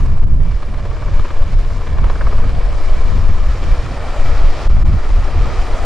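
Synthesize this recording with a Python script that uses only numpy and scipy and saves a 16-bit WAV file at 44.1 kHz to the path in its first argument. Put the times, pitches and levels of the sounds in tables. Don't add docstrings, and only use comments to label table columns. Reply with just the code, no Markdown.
import sys
import numpy as np
from scipy import signal
from scipy.io import wavfile
from scipy.ndimage import uniform_filter1d, minimum_filter1d

SR = 44100
rng = np.random.default_rng(int(sys.argv[2]) if len(sys.argv) > 2 else 0)


def put_to_file(sound):
    columns = np.atleast_2d(sound).T
    safe = np.clip(columns, -1, 1)
    whole_steps = np.round(safe * 32767)
    wavfile.write(sys.argv[1], SR, whole_steps.astype(np.int16))


N = 257984


def from_db(db):
    return 10 ** (np.asarray(db) / 20)


def rms_one(x):
    return x / np.sqrt(np.mean(x ** 2) + 1e-20)


def in_time(rows):
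    times_s, *columns = np.transpose(rows)
    return [np.interp(np.arange(N) / SR, times_s, column) for column in columns]


def at_hz(points, hz):
    table_hz, values = np.array(points).T
    return np.interp(np.log(hz), np.log(table_hz), values)


def drift(corner_hz):
    step = 40
    pole = np.exp(-2 * np.pi * corner_hz * step / SR)
    coarse = rng.standard_normal(N // step + 2002)
    slow = signal.lfilter([1], [1, -2 * pole, pole * pole], coarse)[2000:]
    return np.interp(np.arange(N) / step, np.arange(len(slow)), rms_one(slow))


def resonate(x, hz, width_hz):
    r = np.exp(-np.pi * width_hz / SR)
    feedback = [1, -2 * r * np.cos(2 * np.pi * hz / SR), r * r]
    return signal.lfilter([(1 - r * r) / 2, 0, (r * r - 1) / 2], feedback, x)


# f/Hz, likeness [0 unrelated to 1 identical]
STEREO_LIKENESS = [(15, 0.94), (60, 0.93), (125, 0.73), (220, 0.51), (320, 1), (450, 0.99), (800, 0.99),
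                   (1500, 0.99), (2500, 0.94), (4500, 0.76), (8000, 0.53), (11000, 1), (14000, .97)]


def bands(spectrum, edges):
    centres = np.sqrt(edges[1:] * edges[:-1])
    gains = from_db(at_hz(spectrum, centres)) * np.sqrt(np.diff(edges))
    gains = gains / np.sqrt(np.sum(gains ** 2))
    white = rng.standard_normal((2, 2, N + SR // 2))
    for k, hz in enumerate(centres):
        sos = signal.butter(2, edges[k:k + 2], "band", fs=SR, output="sos")
        mid, side = signal.sosfilt(sos, white[k % 2])[:, SR // 2:]
        alike = np.clip(at_hz(STEREO_LIKENESS, hz), 0, 1)
        pair = np.sqrt(1 + alike) * mid + np.sqrt(1 - alike) * side * [[1], [-1]]
        yield hz, rms_one(pair) * gains[k]


BLADE_HZ, FIRST_BLADE_S = 17.64, 0.0004
BEAT_PEAK, BEAT_SHARPNESS = 0.1, 3.5


def blade_beat():
    turns = (np.arange(N) / SR - FIRST_BLADE_S) * BLADE_HZ - BEAT_PEAK + 1.5
    strength = rng.uniform(.7, 1.3, int(turns[-1]) + 2)
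    swell = np.exp(-BEAT_SHARPNESS * (1 + np.cos(2 * np.pi * turns)))
    swell = swell * strength[turns.astype(int)]
    return rms_one(swell - swell.mean())


TAIL_BLADE_HZ, TAIL_CHOP_DB = 106.4, 1.0
# f/Hz, relative level/dB per Hz
RUSH_SPECTRUM = [(130, -30), (220, -1.5), (300, 1), (450, -1.5), (650, -5), (780, -0.5), (950, -2.5),
                 (1300, -6), (1700, -11), (2200, -12), (3000, -18), (4800, -21), (6500, -25.5), (8500, -36),
                 (10000, -47), (12000, -51), (15500, -83)]
# t/s, level/dB (twice the rms swing; the treble swings less)
BEAT_DEPTH = [(0, 4), (.4, 2.5), (.7, 4), (1.0, 4.5), (1.3, 3.5), (1.7, 2), (2.2, 3.5), (2.9, 1.5),
              (4.5, 1.2), (4.75, 1.5), (5.2, 1), (5.85, 0)]


def rush(bright_db, roar_db, top_db, patchy_db):
    [depth_db] = in_time(BEAT_DEPTH)
    beat, together, swells, out = blade_beat(), drift(43), drift(4.3), 0
    tail = np.sin(2 * np.pi * TAIL_BLADE_HZ * np.arange(N) / SR + 1.7 * drift(0.88))
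    for hz, noise in bands(RUSH_SPECTRUM, edges=200 * 2 ** np.arange(0, 6.4, .4)):
        treble = np.clip(np.log2(hz / 1200), 0, 2) / 2
        roar = np.exp(-(np.log2(hz / 620) / .35) ** 2)
        top = np.clip(np.log2(hz / 5500) / .6, 0, 1)
        beating_db = (1 - 0.69 * treble) * depth_db * beat / 2 + TAIL_CHOP_DB * treble * tail
        flicker_db = patchy_db * (0.96 * together + drift(25.0) + treble * swells)
        colour_db = treble * bright_db + roar * roar_db + top * top_db
        out = out + noise * from_db(beating_db + colour_db + flicker_db)
    return out


# f/Hz, width/Hz of the narrower resonance, relative level/dB among the tones
WHINES = [(231, 14, -23), (350, 20, -18), (470, 7, -18), (1390, 10, -27), (1476, 8, -28), (1920, 14, -30),
          (2330, 260, -28), (8800, 900, -34), (590, 40, -15), (705, 25, -20), (1254, 24, -24),
          (4663, 270, -27.5), (7600, 500, -38)]


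def tones(fading_db):
    out = 0
    for hz, width_hz, level_db in WHINES:
        narrow = resonate(rng.standard_normal(N), hz, width_hz)
        tone = resonate(narrow, hz, 3 * width_hz)
        out = out + from_db(level_db + fading_db * drift(1.46)) * rms_one(tone)
    return out


WHINE_DB = -0.5
# t/s, rush level/dB, brightness/dB, low roar/dB, top hiss/dB
ROTOR_COURSE = [(0, -33.5, -0.5, -4, 6), (0.2, -38, -2.5, 2, -6), (0.33, -41.5, -1, 2, 4.5),
                (0.5, -37, 1.5, -2, -6), (0.7, -36, 0.5, 0.5, -8), (1.0, -34, -1.5, -0.5, -1),
                (1.25, -32, 0.5, -6, -2), (1.45, -34, 0.5, 0, -3), (1.57, -36, 2.5, 2, -4),
                (1.75, -34.5, 1.5, 1, -2), (2.1, -30.5, -2.5, -2.5, -3), (2.55, -33, 2, 3, -10),
                (2.9, -31, 1.1, 1.5, -2), (3.35, -32, -0.3, -1.5, -2.5), (3.5, -31, 0, -3, -1),
                (3.65, -30.5, 3, -2, -1.5), (3.88, -30.5, 0, 1, -8), (4.17, -28.5, 1, 3, 1),
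                (4.4, -29, 2, -1, -8), (4.63, -29, 4.5, 2.5, -7), (4.72, -32.5, 0.5, -2.5, -5.5),
                (5.2, -30.5, -0.8, -0.5, -1), (5.5, -28, 1, -1, -6), (5.85, -27, -2, 1, 5)]


def rotor():
    rush_db, bright_db, roar_db, top_db = in_time(ROTOR_COURSE)
    broad = rush(bright_db, roar_db, top_db, patchy_db=.8)
    whine = from_db(WHINE_DB + roar_db) * tones(fading_db=2.5)
    return from_db(rush_db) * (broad + whine)


TURBINE_HZ, TURBINE_WIDTH_HZ = 2323, 30
# t/s, level/dB
WHISTLE_LEVEL = [(0, -60), (.5, -61), (1.2, -56), (1.6, -58), (2.0, -53), (2.3, -55), (2.6, -60),
                 (2.9, -51), (3.3, -56), (3.5, -52), (3.8, -49), (3.95, -52), (4.12, -47), (4.4, -52),
                 (4.55, -49), (4.8, -53), (5.1, -51), (5.3, -56), (5.5, -50), (5.85, -48)]


def turbine():
    narrow = resonate(rng.standard_normal(N), TURBINE_HZ, TURBINE_WIDTH_HZ)
    whistle = resonate(narrow, TURBINE_HZ, 3 * TURBINE_WIDTH_HZ)
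    [level_db] = in_time(WHISTLE_LEVEL)
    return from_db(level_db + 1.5 * drift(9.0)) * rms_one(whistle)


ECHO_DB = -11
# t/s, lag/ms
GROUND_LAG = [(0, 1.59), (1, 1.59), (2, 1.63), (3, 1.58), (4, 1.416), (5.85, 1.43)]


def over_ground(x):
    [lag_ms] = in_time(GROUND_LAG)
    dull = signal.sosfilt(signal.butter(2, 1500, fs=SR, output="sos"), x)
    read_at = np.arange(N) - lag_ms * SR / 1000
    echo = np.array([np.interp(read_at, np.arange(N), channel) for channel in dull])
    return x + from_db(ECHO_DB) * echo


LEAN_DB, LEAN_SWAY_DB = -1.5, 1.6
SATURATION = .84
# t/s, buffet level/dB, edge/dB per octave about 45 Hz
GUST_COURSE = [(0.0, -6, 0.5), (0.18, -7.5, 0.5), (0.21, -3.5, -2.5), (0.3, -2, 0), (0.45, -6, 2),
               (0.55, -8, -2), (0.58, -18.5, 0), (0.75, -18.5, 4.5), (0.78, -12, -4.5), (0.85, -17, 4.5),
               (0.9, -7.5, -2.5), (0.99, -15, 1), (1.22, -4.5, -2), (1.25, -22, -2), (1.32, -14.5, -0.5),
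               (1.42, -4, -13.5), (1.5, -22, 8.5), (1.53, -5, -2.5), (1.62, -10.5, -5), (1.72, -12, 0.5),
               (1.87, -14.5, 2), (2.0, -5, -2.5), (2.12, -9.5, -2.5), (2.3, -8, 0), (2.45, -5.5, 2),
               (2.55, -10, 0.5), (2.68, -10.5, -6), (2.78, -13.5, -7), (2.88, -11, -5), (3.01, -8.5, -6.5),
               (3.2, -6, 1), (3.32, -4.5, -1), (3.39, -10.5, -2), (3.42, -6.5, -1), (3.52, -9, -5),
               (3.57, -16, 3.5), (3.73, -3.5, -5.5), (3.76, -22, 4), (3.8, -11.5, -5.5), (3.84, -23, 7.5),
               (4.1, -13.5, -2.5), (4.15, -21, -1), (4.22, -3.5, -4), (4.32, -6.5, -2), (4.5, -11, -11.5),
               (4.54, -18.5, 0), (4.64, -14, -1.5), (4.68, -4, -4), (4.92, -5, 1.5), (4.95, -5, 2.5),
               (5.0, -14.5, -14), (5.2, -10, -2), (5.3, -19, -1.5), (5.39, -6.5, 3), (5.56, -15, -4),
               (5.59, -8.5, -11), (5.67, -19, 2.5), (5.74, -11.5, -5), (5.78, -18.5, -2.5), (5.85, -6, -1)]
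# f/Hz, relative level/dB per Hz
BUFFET_SPECTRUM = [(4.7, -31), (8.0, 5), (20, 1.5), (34, -2.5), (89, -11), (253, -40.5), (400, -30),
                   (520, -65), (880, -120)]
# f/Hz, level/dB
BUFFET_BALANCE = [(20, 3.5), (60, 3.5), (130, -5), (300, -2.5)]


def downwash(lumpy_db):
    buffet_db, edge_db = in_time(GUST_COURSE)
    swing_db = edge_db + lumpy_db * drift(12.0)
    lean_db = LEAN_DB + LEAN_SWAY_DB * drift(1.0)
    out = 0
    for hz, noise in bands(BUFFET_SPECTRUM, edges=8 * 2 ** np.arange(0, 6, .5)):
        upper = np.clip(np.log2(hz / 45), -.6, 1.8)
        balance_db = lean_db + at_hz(BUFFET_BALANCE, hz)
        out = out + noise * from_db(upper * swing_db + drift(3.0) + balance_db * [[.5], [-.5]])
    pushed = out * from_db(buffet_db + lumpy_db * drift(4.3))
    squeezed = SATURATION * np.tanh(pushed / SATURATION)
    return signal.sosfilt(signal.butter(4, 320, fs=SR, output="sos"), squeezed)


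# t/s of the centre, length/s between the points at 1/e of the depth, depth/dB
CHOKE_DIPS = [(0.209, 0.008, 20), (0.259, 0.014, 15), (0.292, 0.006, 8), (0.392, .012, 5), (1.56, .03, 4),
              (3.32, .007, 4), (4.686, 0.012, 20), (4.842, 0.015, 19)]


def choking():
    t = np.arange(N) / SR
    dips_db = sum(depth_db * np.exp(-(2 * (t - s) / length_s) ** 2) for s, length_s, depth_db in CHOKE_DIPS)
    return from_db(-dips_db)


BURST_T60_S, BURST_RISE_S = 0.024, 0.002
KNOCK_DB = 17
CRACK_HZ = 3230
THUMP_HZ, THUMP_DB, THUMP_LAG_S = 560, -8, .003
# t/s of the onset, peak level/dB of the hollow part, its f/Hz, crack level/dB against it
BLADE_SLAPS = [(0.628, -31, 1090, -14), (0.740, -32, 1180, -6), (0.797, -30, 1170, -14),
               (0.854, -35, 1190, -14), (0.914, -28, 1050, -21), (0.966, -28, 1140, -20),
               (1.023, -25, 1070, -16), (1.082, -23.5, 1210, -20), (1.139, -30, 800, -5),
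               (1.195, -23, 930, -8), (1.255, -21, 1050, -16), (1.305, -21.5, 1310, -8.5),
               (1.366, -41, 1000, -14), (1.592, -33, 1320, -7), (1.648, -35, 1920, 4),
               (1.871, -26, 1500, -5), (1.985, -20.5, 970, -10), (2.042, -23.5, 1100, -5),
               (2.099, -17, 1070, -8), (2.156, -21.5, 1380, -18), (2.2105, -14.5, 1390, -25),
               (2.269, -16.5, 1140, -21), (2.325, -21, 1200, -17), (2.382, -23, 1070, -10),
               (2.437, -30, 1140, -9), (2.494, -25, 1150, -4), (2.551, -34.5, 1550, 4)]


def slaps():
    out, t = np.zeros(N), np.arange(2000) / SR
    envelope = (1 - np.exp(-t / BURST_RISE_S)) * from_db(-60 * t / BURST_T60_S)
    for s, peak_db, hz, crack_db in BLADE_SLAPS:
        burst = rng.standard_normal(len(t)) * envelope
        burst[0] += from_db(KNOCK_DB)
        late = np.roll(burst, round(THUMP_LAG_S * SR))
        hollow = resonate(resonate(resonate(burst, hz, width_hz=600), hz, width_hz=800), hz, width_hz=1000)
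        crack = resonate(resonate(burst, CRACK_HZ, width_hz=1000), CRACK_HZ, width_hz=1700)
        thump = resonate(resonate(late, THUMP_HZ, width_hz=250), THUMP_HZ, width_hz=350)
        parts = [(hollow, 0), (crack, crack_db), (thump, THUMP_DB)]
        slap = sum(from_db(db) * part / np.abs(part).max() for part, db in parts)
        out[round(s * SR):][:len(t)] += from_db(peak_db) * slap
    return out


def limited(x, top, release_db_per_s):
    over_db = np.maximum(20 * np.log10(np.abs(x).max(axis=0) / top + 1e-9), 0)
    fall_db = release_db_per_s * np.arange(N) / SR
    held_db = np.maximum.accumulate(over_db + fall_db) - fall_db
    held_db = -minimum_filter1d(-held_db, size=441)
    return x * from_db(-uniform_filter1d(held_db, size=441))


def scene():
    aircraft = over_ground(rotor() + turbine() + slaps())
    return aircraft * choking() + downwash(lumpy_db=1.2)


CUTOFF_HZ = 15700


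def record(dry):
    held = limited(dry, top=.86, release_db_per_s=200)
    cut = signal.cheby2(12, 70, CUTOFF_HZ, fs=SR, output="sos")
    settled = signal.sosfilt_zi(cut)[:, None, :] * held[None, :, :1]
    return signal.sosfilt(cut, held, zi=settled)[0]


dry = scene()
out = record(dry)
put_to_file(out)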